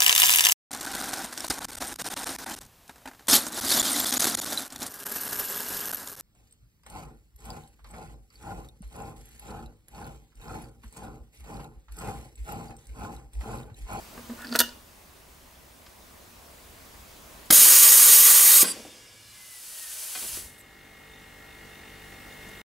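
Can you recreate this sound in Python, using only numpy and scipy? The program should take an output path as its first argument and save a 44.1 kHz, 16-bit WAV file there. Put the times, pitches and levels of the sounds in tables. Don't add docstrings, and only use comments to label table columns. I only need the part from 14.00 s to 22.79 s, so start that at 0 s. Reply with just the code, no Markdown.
import sys
import numpy as np
from scipy import signal
from scipy.fft import rfft, irfft, next_fast_len
from scipy.io import wavfile
from scipy.ndimage import uniform_filter1d, map_coordinates

SR = 44100
rng = np.random.default_rng(int(sys.argv[2]) if len(sys.argv) > 2 else 0)


def to_linear_factor(level_db):
    exponent = np.asarray(level_db, float) / 20
    return 10 ** exponent


def transcribe(signal):
    frames = np.atleast_2d(signal).T
    limited = np.clip(frames, -1, 1)
    pcm = np.round(limited * 32767).astype(np.int16)
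    wavfile.write(sys.argv[1], SR, pcm)


N = 387638


def unit(x):
    return x / np.sqrt(np.mean(x ** 2) + 1e-20)


def along(points, hz):
    f, v = np.transpose(points)
    return np.interp(np.log(hz + 1), np.log(f + 1), v)


def level(rows):
    s, db = np.transpose(rows)
    return to_linear_factor(np.interp(np.arange(N) / SR, s, db, left=-140, right=-140))


def swell(start, rise, hold, fall, db):
    top, release = start + rise, start + rise + hold
    return level([(start, db - 40), (top, db), (release, db), (release + fall, db - 40)])


def swells(rows):
    return sum(swell(*row) for row in rows)


def wobble(rate):
    knots = rng.standard_normal(int(N * rate / SR) + 4)
    return map_coordinates(knots, [np.arange(N) * rate / SR])


def filtered(x, response):
    m = next_fast_len(N + SR // 2)
    return irfft(rfft(x, m) * response(np.fft.rfftfreq(m, 1 / SR)), m)[..., :N]


def high_pass(hz, order):
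    return lambda f: (1j * f / (hz + 1j * f)) ** order


def modes(table):
    def response(f):
        total = 0
        for k, (centre, width, db) in enumerate(table):
            total = total + (-1) ** k * to_linear_factor(db) * 1j * f * width / (centre * centre - f * f + 1j * f * width)
        return total
    return response


def lifted(spectrum, peaks):
    def response(f):
        humps = sum(db / (1 + (2 * (f - centre) / width) ** 2) for centre, width, db in peaks)
        return to_linear_factor(along(spectrum, f) + humps)
    return response


def spread(pair, alike, colour=np.ones_like):
    turn = lambda hz: np.arccos(np.clip(along(alike, hz), -1, 1)) / 2
    mid, side = filtered(pair, lambda hz: colour(hz) * [np.cos(turn(hz)), np.sin(turn(hz))])
    return np.array([mid + side, mid - side])


def rush(colour, alike, patchy_db):
    z = signal.stft(rng.standard_normal((2, N)), nperseg=512)[2]
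    field = uniform_filter1d(rng.standard_normal(z.shape[1:]), size=6, axis=0)
    field = uniform_filter1d(field, size=10, axis=1)
    pair = signal.istft(z * to_linear_factor(patchy_db * unit(field)), nperseg=512)[1][:, :N]
    return unit(spread(pair, alike, colour))


def blows(times, dbs, t60s):
    force, t = np.zeros(N + SR), np.arange(SR // 5) / SR
    for s, db, t60 in zip(times, dbs, t60s):
        fading = to_linear_factor(db - 60 * t / max(t60, .004))
        force[round(s * SR):][:len(t)] += fading * rng.standard_normal(len(t))
    return force[:N]


def taps(times, dbs):
    return np.bincount(np.round(np.asarray(times) * SR).astype(int), to_linear_factor(dbs), N)


def struck(hits, table):
    rings = []
    for hz, mode_db, t60 in table:
        width = np.log(1000) / (np.pi * t60)
        rings.append((hz, width, mode_db - 20 * np.log10(2 * np.pi * width / SR)))
    return filtered(taps(*np.transpose(hits)), modes(rings))


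def rub(gain, table, rough_db):
    return gain * unit(to_linear_factor(rough_db * wobble(60)) * filtered(rng.standard_normal(N), modes(table)))


# (frequency [Hz], density [dB per Hz])
ROOM_AIR = [(12, -38.5), (20, -7.5), (43, -5.5), (63, -0.5), (107, -12), (222, -10.5), (472, -14),
            (624, -12), (738, -14.5), (1060, -13.5), (1370, -17.5), (2080, -19), (2460, -20), (3160, -21.5),
            (16000, -26)]
# (frequency [Hz], left-right likeness [0-1])
ROOM_ALIKE = [(50, .995), (99, 1), (160, 0.54), (270, .5), (450, 0.32), (740, 0.44), (1220, 0.17),
              (2010, 0.16), (3330, 0.5), (5500, 0.53), (9080, 0.78), (15000, 0.93)]


def room_noise():
    air = rush(lifted(ROOM_AIR, []), ROOM_ALIKE, patchy_db=1.14)
    return to_linear_factor(-47) * air + to_linear_factor(-68) * np.sin(2 * np.pi * 15625 * np.arange(N) / SR)


# (multiple of shaft speed, level [dB])
STRONG_ORDERS = [(9, -2), (16, -4.5), (18, -9), (29, -10), (33, -14), (35, -3.5), (37, -7), (38, -10),
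                 (39, 0.5), (40, -3), (41, -10), (44, 3.5), (45, -11), (46, -15), (48, -13), (58, -5.5),
                 (60, -12), (63, -13), (67, -13), (69, -14), (84, -14), (86, -15), (89, -19)]
# (frequency [Hz], width [Hz], level [dB])
CASING = [(254.1, 200, -3), (1330, 110, -3.5), (1890, 280, -1.5), (2490, 130, -3.5), (2690, 250, -4),
          (3430, 250, -14), (3623, 41, 1.5), (4250, 120, -17), (4180, 300, -19)]


def compressor():
    shaft_hz = 48.74 + 0.0317 * wobble(2)
    turn = 2 * np.pi * np.cumsum(shaft_hz) / SR
    orders = {k: -1 - k for k in range(1, 15)}
    orders |= {k: -15 for k in range(23, 33)}
    orders |= dict(STRONG_ORDERS)
    tones = np.zeros((2, N))
    for k, db in orders.items():
        phase = rng.uniform(0, 2 * np.pi)
        lead = rng.normal(0, 0.12) * min(k / 12, 1)
        tones += to_linear_factor(db + .9 * wobble(6)) * np.sin(k * turn + phase + np.array([[lead], [-lead]]))
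    casing = (1 + .5 * np.cos(turn)) * rush(modes(CASING), [(300, 0.96), (3000, 0.82)], patchy_db=1.5)
    running = swell(start=6.1, rise=0.3, hold=N / SR, fall=1, db=0)
    return to_linear_factor([[.5], [-.5]]) * running * (to_linear_factor(-45.5) * unit(tones) + to_linear_factor(-49.5) * casing)


# (start [s], rise [s], hold [s], fall [s], level [dB])
START = (6.05, .25, .17, .3, -53)


def motor_shudder():
    return rub(swell(*START), [(58.5, 54, 0)], rough_db=3.0)


def duck(start, length, depth_db, attack, release):
    t = np.arange(N) / SR - start
    fallen = 1 - np.exp(-np.clip(t, 0, length) / attack)
    return depth_db * fallen * np.exp(-np.clip(t - length, 0, None) / release)


OPEN_S, SHUT_S = 3.522, 4.624
# (start [s], length [s], depth [dB])
DUCKS = [
    (-.3, .3, 3),
    (0.584, 1.07, 8.5),
    (3.507, 2.5, 17),
]


def automatic_gain():
    rest_db = 3
    slow_db = np.max([duck(*row, attack=0.1, release=2.24) for row in DUCKS], axis=0)
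    squeeze_db = duck(OPEN_S, SHUT_S - OPEN_S, depth_db=10.5, attack=.25, release=.06)
    return to_linear_factor(rest_db - slow_db - squeeze_db)


# (frequency [Hz], width [Hz], level [dB])
PANEL = [(238.7, 9.3, 3.5), (475, 150, -9.5), (668, 42, -10.5)]
# (frequency [Hz], width [Hz], level [dB])
DOOR = [(450, 140, -5), (800, 110, -5.5), (987, 90, 4.5), (1250, 90, -2.5), (1650, 200, -6.5)]
# (time [s], tap level [dB], thud level [dB])
TOUCHES = [
    (0.1754, -20, -51),
    (0.193, -31.5, -45),
    (.298, -23.5, -37),
    (0.334, -37, -41.5),
    (0.389, -30, -49),
]
# (start [s], rise [s], hold [s], fall [s], level [dB])
THUMB = [
    (.15, .03, .05, .2, -50),
    (.29, .008, .03, .1, -40),
    (.33, .04, .03, .1, -51),
    (.4, .045, .1, .06, -40),
]


def hand_on_box():
    s, tap_db, thud_db = np.transpose(TOUCHES)
    tapping = filtered(blows(s, tap_db, np.full(len(s), .04)), modes(DOOR))
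    thuds = filtered(taps(s, thud_db + 48.5), modes(PANEL))
    return tapping + thuds + to_linear_factor(0.5) * rub(swells(THUMB), PANEL[:1], rough_db=2.0)


# (time [s], peak level [dB])
TICKS = [(.445, -46.5), (.448, -43), (.451, -41), (.4535, -41), (.4702, -32), (.4765, -42.5), (.481, -41),
         (.485, -43), (.4895, -43), (.494, -42.5), (.507, -46.5), (.511, -46), (.5155, -37), (.5172, -36),
         (.5225, -30), (.5255, -24), (.533, -36), (.538, -35.5), (.5452, -31.5), (.5545, -30),
         (.5587, -18.5), (.5902, -12), (.5922, -17), (0.5965, -18), (.5965, -20), (0.6016, -18),
         (.6905, -38), (.6918, -37), (.6931, -39)]
# (frequency [Hz], width [Hz], level [dB])
COIL = [(4540, 790, 1), (5650, 610, -6.5)]


def spring_coils():
    s, db = np.transpose(TICKS)
    return filtered(taps(s, db + 26.5), lambda f: modes(COIL)(f) ** 2)


# (time [s], spring level [dB], lid level [dB], box level [dB])
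COVER_HITS = [(0.418, -35, -42.5, -47), (0.446, -34, -54, -36), (0.469, -40, -54, -56),
              (0.4912, -36, -57, -44.5), (0.517, -41, -51, -42), (0.5253, -28, -44, -26.5),
              (0.538, -28, -39, -38.5), (0.5438, -24, -38, -31), (0.5518, -21, -34, -14.5),
              (0.5584, -13.5, -25.5, -20.5), (0.565, -29.5, -29.5, -25), (0.5897, -14, -13, -29.5),
              (0.5933, -10.5, -18, -23), (0.6018, -4.5, -11, -16), (0.6074, -12, -19, -19.5),
              (0.6135, -13.5, -29, -22.5), (0.6354, -34, -41, -34.5), (0.689, -48, -58, -47.5)]
# (frequency [Hz], width [Hz], level [dB])
COVER_BRIGHT = [(2970, 110, -2), (3480, 270, 0.5), (4600, 1200, -3.5), (6080, 80, 2), (6600, 50.3, 2),
                (8000, 1100, -12.5), (8270, 54, 2)]
# (frequency [Hz], width [Hz], level [dB])
COVER_MIDDLE = [(700, 100, -8), (954, 48, -6), (1430, 110, 2.5), (1558, 86, -5.5), (1630, 100, -5),
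                (1800, 150, -2), (2570, 200, -11.5)]
# (frequency [Hz], width [Hz], level [dB])
LID = [(9470, 850, -1.5), (11470, 89, 2.5), (12170, 44, 10), (12980, 120, -6), (14760, 68.6, -14.5)]
# (start [s], rise [s], hold [s], fall [s], level [dB])
HINGE = (.24, .2, .03, .2, -43)
# (time [s], level [dB])
SNAPS = [
    (.5902, -37.5),
    (.6022, -32.5),
    (.6075, -37),
]
# (frequency [Hz], level [dB], t60 [s])
AFTER_RING = [(1427, -10, .22), (2845, -2, .24), (2885, -5, .2), (3015, -7, .2), (3580, -8, .15),
              (4468, -9, .09), (5448, -12, .2), (6212, -12, .2), (6455, -10, .25), (6557, -9, .2),
              (6718, -12, .22), (8554, -10, .2), (14760, -6, .2)]


def cover():
    s, spring_db, lid_db, box_db = np.transpose(COVER_HITS)
    t60 = np.full(len(s), .024)
    crack = lambda f: modes(LID)(f) + to_linear_factor(-4.0) * high_pass(5000, 2)(f)
    out = filtered(blows(s, spring_db + 2.5, t60), modes(COVER_BRIGHT))
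    out += filtered(blows(s, lid_db + 7.5, t60), crack)
    out += filtered(blows(s, box_db + 16.5, t60), modes(COVER_MIDDLE))
    out += filtered(taps(s, box_db + 40), modes(PANEL))
    out += struck(SNAPS, AFTER_RING)
    return out + to_linear_factor(-1.0) * rub(swell(*HINGE), COVER_MIDDLE, rough_db=4.0)


# (time [s], clank level [dB], thud level [dB], rattle t60 [s])
KNOCKS = [(1.864, -40, -66, 0.043), (3.5038, -9.5, -20.5, 0.046), (3.5234, -18, -24, 0.024),
          (4.6396, -22.5, -35.5, 0.13), (4.8496, -51, -36.5, 0.05), (4.874, -59, -53, 0.052),
          (6.1490, -35, -54, 0.098), (6.1540, -33, -45, 0.11), (6.2239, -36.5, -48, 0.08),
          (6.2446, -44, -39, 0.045), (6.3686, -44, -42, 0.085)]
# (frequency [Hz], width [Hz], level [dB])
CYLINDER = [(1120, 180, -2.5), (1562, 90, 0), (2030, 150, -1.5), (2520, 92, -2.5), (3200, 220, -3),
            (4150, 430, -6), (5140, 500, -3.5)]
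# (frequency [Hz], width [Hz], level [dB])
YOKE = [(190, 37, -4.5), (300, 50, 2), (460, 86, 0.5), (690, 310, -7)]
# (time [s], level [dB])
STOPS = [
    (6.1485, -44),
    (6.1525, -37.5),
    (6.1565, -45),
    (6.1755, -47),
    (6.228, -52),
]
# (frequency [Hz], level [dB], t60 [s])
END_CAP = [(743, -7.5, 0.071), (1530, -2.5, 0.051), (2000, -6, .04), (2444, -1, .09), (3320, -1.5, .055),
           (4296, -17, 0.073), (5300, -9, .07)]
# (start [s], rise [s], hold [s], fall [s], level [dB])
GROAN = (4.62, .13, .74, .15, -67)
# (start [s], rise [s], hold [s], fall [s], level [dB])
SLIDE = [
    (4.621, 0.0061, 0.0043, 0.12, -27.5),
    (4.708, 0.051, .04, 0.13, -43),
    (4.8, 0.061, .02, 1, -51),
    (6.14, 0.016, 0.11, 0.053, -51),
    (6.298, .07, .01, .12, -73),
]


def knocks():
    s, clank_db, thud_db, t60 = np.transpose(KNOCKS)
    clanks = filtered(blows(s, clank_db + 8, t60), modes(CYLINDER))
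    thuds = filtered(blows(s, thud_db + 16.0, t60), modes(YOKE))
    groan = rub(swell(*GROAN), [(112, 16, 0)], rough_db=0.0)
    slide = to_linear_factor(-4.5) * rub(swells(SLIDE), YOKE, rough_db=2.5)
    return clanks + thuds + struck(STOPS, END_CAP) + groan + slide


# (time [s], level [dB], frequency [Hz])
POPS = [
    (3.5036, -15, 231.2),
    (3.5232, -16, 534),
    (4.63, -21.5, 328),
    (6.371, -35.5, 300),
]


def pops():
    out, t = np.zeros(N), np.arange(SR // 20) / SR
    for s, db, hz in POPS:
        out[round(s * SR):][:len(t)] += to_linear_factor(db) * np.sin(2 * np.pi * hz * t) * np.exp(-1.2 * hz * t)
    return filtered(out, high_pass(70, 2))


# (frequency [Hz], left-right likeness [0-1])
VENT_ALIKE = [(60, .999), (750, .999), (1200, .987), (2400, .994), (4400, .993), (8000, .945), (15000, .91)]
# (start [s], rise [s], hold [s], fall [s], level [dB])
CREEP = [
    (4.62, 0.058, 0.0074, 0.17, -34.5),
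    (4.6, 0.18, 0.043, 2.3, -50.5),
    (4.9, 0.46, .05, 1.8, -57.5),
]
# (frequency [Hz], density [dB per Hz])
CREEP_COLOUR = [(410, -49), (700, -24.5), (1010, -11), (1430, -10.5), (1620, -11), (2610, -7), (2810, -7.5),
                (4650, -7.5), (9000, -10.5), (13000, -19), (16000, -28)]
# (frequency [Hz], width [Hz], lift [dB])
CHAMBER = [(1680, 60, 5.5), (2260, 80, 4.5), (2610, 150, -2), (2850, 90, 6.5), (3500, 81, 2),
           (3590, 60, 3.5), (4070, 500, -3.5), (5000, 170, 3.5), (5510, 80, 7), (7600, 250, 4.5),
           (9770, 150, 2.5), (10500, 400, 3.5), (12700, 200, 4.5)]
# (start [s], end [s], start frequency [Hz],
# end frequency [Hz], level [dB])
WHISTLES = [(4.92, 5.2, 1000, 1005, -73), (4.92, 5.52, 1650, 1690, -67), (4.9, 5.17, 2060, 2095, -68),
            (4.78, 5.4, 2215, 2340, -67), (5.32, 5.6, 2100, 1965, -59), (5.7, 5.99, 1900, 1780, -59),
            (4.78, 5.62, 2825, 2915, -67), (4.86, 5.14, 3290, 3215, -67), (4.78, 5.0, 3575, 3600, -67),
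            (5.0, 5.37, 3700, 3540, -69), (5.1, 5.28, 4590, 4450, -65), (5.16, 5.36, 4135, 4115, -63),
            (4.85, 5.3, 4960, 5130, -66), (5.2, 5.34, 4860, 4880, -66), (4.92, 5.06, 5680, 5700, -65),
            (4.648, 4.727, 4820, 4660, -42)]


def piston_creep():
    t = np.arange(N) / SR
    out = swells(CREEP) * rush(lifted(CREEP_COLOUR, CHAMBER), VENT_ALIKE, patchy_db=1)[0]
    for start, end, start_hz, end_hz, db in WHISTLES:
        u = np.clip((t - start) / (end - start), 0, 1)
        hz = start_hz + (end_hz - start_hz) * u + 7 * wobble(12) + 9 * wobble(120)
        gain = to_linear_factor(db + 2.0 + 3 * wobble(25)) * np.sin(np.pi * u) ** 0.33
        out += gain * np.sin(2 * np.pi * np.cumsum(hz) / SR)
    return out


# (frequency [Hz], density [dB per Hz])
FILL_COLOUR = [(180, -60.5), (300, -22), (603, -12.5), (787, -13), (828, -12.5), (1210, -11), (1780, -9),
               (1970, -11), (3190, -4.5), (3460, -7.5), (10600, -1), (13100, -8.5), (16000, -7.5)]
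# (frequency [Hz], width [Hz], lift [dB])
FILL_PIPE = [(3340, 140, -1.5), (4420, 410, 2.5), (6360, 220, 3), (7870, 200, 6), (9180, 270, 5),
             (10550, 330, 5.5), (12800, 280, 11.5), (13300, 220, 4), (13900, 250, 6.5)]
# (frequency [Hz], left-right likeness [0-1])
FILL_ALIKE = [(60, 1.0), (240, 0.94), (950, 1), (3770, 0.97), (15000, 0.41)]
# (start [s], rise [s], hold [s], fall [s], level [dB])
LEAK = (4.65, .05, .08, 1.1, -55)
# (time [s], length [s], level [dB])
PUFFS = [
    (3.457, .008, -50),
    (6.58, 0.035, -54),
    (8.487, 0.0078, -50),
    (8.498, 0.0026, -61),
]


def fill():
    t, fill_s = np.arange(N) / SR, 5.093
    growth = to_linear_factor(-38.5 * np.exp(-np.clip(t - fill_s, 0, None) / 0.38))
    flow = growth * swell(fill_s - .01, rise=.01, hold=1.276, fall=0.32, db=-33.5) + swell(*LEAK)
    flow = flow * to_linear_factor(0.36 * wobble(4.03) + .6 * wobble(60))
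    trims = sum(to_linear_factor(db) * ((t > s) & (t < s + length)) for s, length, db in PUFFS)
    hiss = rush(lifted(FILL_COLOUR, FILL_PIPE), FILL_ALIKE, patchy_db=0.1)
    puff = rush(modes([(9000, 4200, 0)]), FILL_ALIKE, patchy_db=-6.0)
    return (flow * hiss + trims * puff) * to_linear_factor([[.35], [-.35]])


# (start [s], rise [s], hold [s], fall [s], level [dB])
PILOT = (4.638, .017, .066, .008, -30)
# (frequency [Hz], width [Hz], level [dB])
PILOT_BORE = [(4830, 160, 2), (12500, 2500, -15.5), (8100, 780, -2), (9370, 500, -2), (9800, 400, 1.5),
              (10650, 300, -1)]


def pilot_bleed():
    return swell(*PILOT) * rush(modes(PILOT_BORE), VENT_ALIKE, patchy_db=5.0)


# (frequency [Hz], density [dB per Hz])
VENT_COLOUR = [(35, -74), (60, -42.5), (172, -29.5), (417, -18.5), (785, -19.5), (1170, -16), (1410, -15),
               (3040, -11.5), (3420, -12.5), (6000, -6.5), (6580, -3.5), (7750, -6.5), (8510, -2.5),
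               (14200, -1), (16000, -12.5)]
# (frequency [Hz], width [Hz], lift [dB])
SILENCER = [(1171, 95, 12), (1630, 70, 4), (1940, 140, 2.5), (3120, 160, 4.5), (3760, 95, 6),
            (4270, 87, 3.5), (4980, 170, 3.5), (6100, 100, 0.5), (6675, 220, 6), (8310, 380, 6.5),
            (9550, 440, 1), (10300, 330, 4.5), (10900, 250, -2), (11500, 140, 2.5), (11970, 240, 3.5),
            (13300, 300, -3.5), (14000, 540, 3)]
# (start [s], rise [s], hold [s], fall [s], level [dB])
SPIT = (3.5015, .006, .002, .035, -10)
# (start [s], rise [s], hold [s], fall [s], level [dB])
SURGE = (3.522, .012, .03, .6, -24)
# (start [s], rise [s], hold [s], fall [s], level [dB])
DREGS = (4.6, .02, .012, .09, -29)


def vent():
    flutter = to_linear_factor(0.3 * wobble(7) + 0.68 * wobble(45) + 0.57 * wobble(250))
    jet = rush(lifted(VENT_COLOUR, SILENCER), VENT_ALIKE, patchy_db=1.1)
    opening_s = .007
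    flow = swell(OPEN_S - opening_s / 2, opening_s, hold=SHUT_S - OPEN_S, fall=.019, db=-12.5)
    flow += swells([SPIT, SURGE, DREGS])
    lean = lambda hz: to_linear_factor(np.array([[-.5], [.5]]) * np.clip(hz / 13000, 0, 1))
    return filtered(flow * flutter * jet + pilot_bleed(), lean)


# (frequency [Hz], t60 [s])
HALL = [(200, .5), (1500, .36), (5000, .33), (14000, .17)]
# (frequency [Hz], left-right likeness [0-1])
HALL_ALIKE = [(150, 1), (400, 1), (1500, 0.51), (12000, 0.38)]


def hall(x):
    hz, t, z = signal.stft(rng.standard_normal((2, SR // 2)), SR, nperseg=256)
    tail = signal.istft(z * to_linear_factor(-60 * t / along(HALL, hz)[:, None]), SR, nperseg=256)[1]
    tail /= np.linalg.norm(tail[0])
    delayed = np.pad(x, (300, 0))[None]
    return spread(signal.fftconvolve(delayed, tail, axes=1)[:, :N], HALL_ALIKE)


# (delay [s], level [dB])
WALLS = [
    (.0021, -17),
    (.0047, -17),
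    (.0083, -18),
    (.0131, -19),
    (.0197, -20),
]


def wall_echoes(f):
    return 1 + sum(to_linear_factor(db) * np.exp(-2j * np.pi * f * s) for s, db in WALLS)


# (delay [s], level [dB])
SIDE_ECHOES = [(.0004, -18), (.0013, -20), (.0029, -21), (.0052, -23)]


def side_echoes(f):
    echoes = 0
    for k, (s, db) in enumerate(SIDE_ECHOES):
        echoes = echoes + (-1) ** k * to_linear_factor(db) * np.exp(-2j * np.pi * f * s)
    return echoes * high_pass(500, 1)(f)


def scene():
    background = automatic_gain() * (room_noise() + compressor())
    lid = filtered(hand_on_box() + spring_coils() + cover(), high_pass(110, 2))
    metal = knocks() + pops() + piston_creep()
    air = fill() + vent()
    wet = hall(to_linear_factor(-16) * lid + to_linear_factor(-9) * metal + to_linear_factor(-19.5) * air[0])
    lid_pair = lid + filtered(lid, side_echoes) * [[1], [-1]]
    return background + motor_shudder() + lid_pair + metal + filtered(air, wall_echoes) + wet


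# (start [s], end [s], below [Hz])
MONO_SPELLS = [
    (3.55, 4.6, 1080),
    (4.6, 6.44, 150),
    (5.45, 6.42, 950),
]


def narrowed(x):
    mid, side, t = (x[0] + x[1]) / 2, (x[0] - x[1]) / 2, np.arange(N) / SR
    for start, end, below_hz in MONO_SPELLS:
        gate = np.clip(np.minimum(t - start, end - t) / .02, 0, 1)
        side = side - gate * filtered(side, lambda hz: hz < below_hz)
    return np.array([mid + side, mid - side])


def roll_off(x):
    return signal.sosfilt(signal.butter(12, 16460, fs=SR, output="sos"), x)


def record(dry):
    soft = dry / (1 + np.abs(dry) ** 4) ** (1 / 4)
    top_hz, end_s = 15760, 8.617
    x = filtered(soft, lambda hz: 1 / (1 + np.exp(np.clip((hz - top_hz) / 14, -50, 50))))
    ending = level([(0, 0), (end_s, 0), (end_s + 0.0013, -25), (end_s + 0.011, -38), (end_s + .036, -90)])
    return roll_off(narrowed(x) * ending)


dry = scene()
out = record(dry)
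transcribe(out)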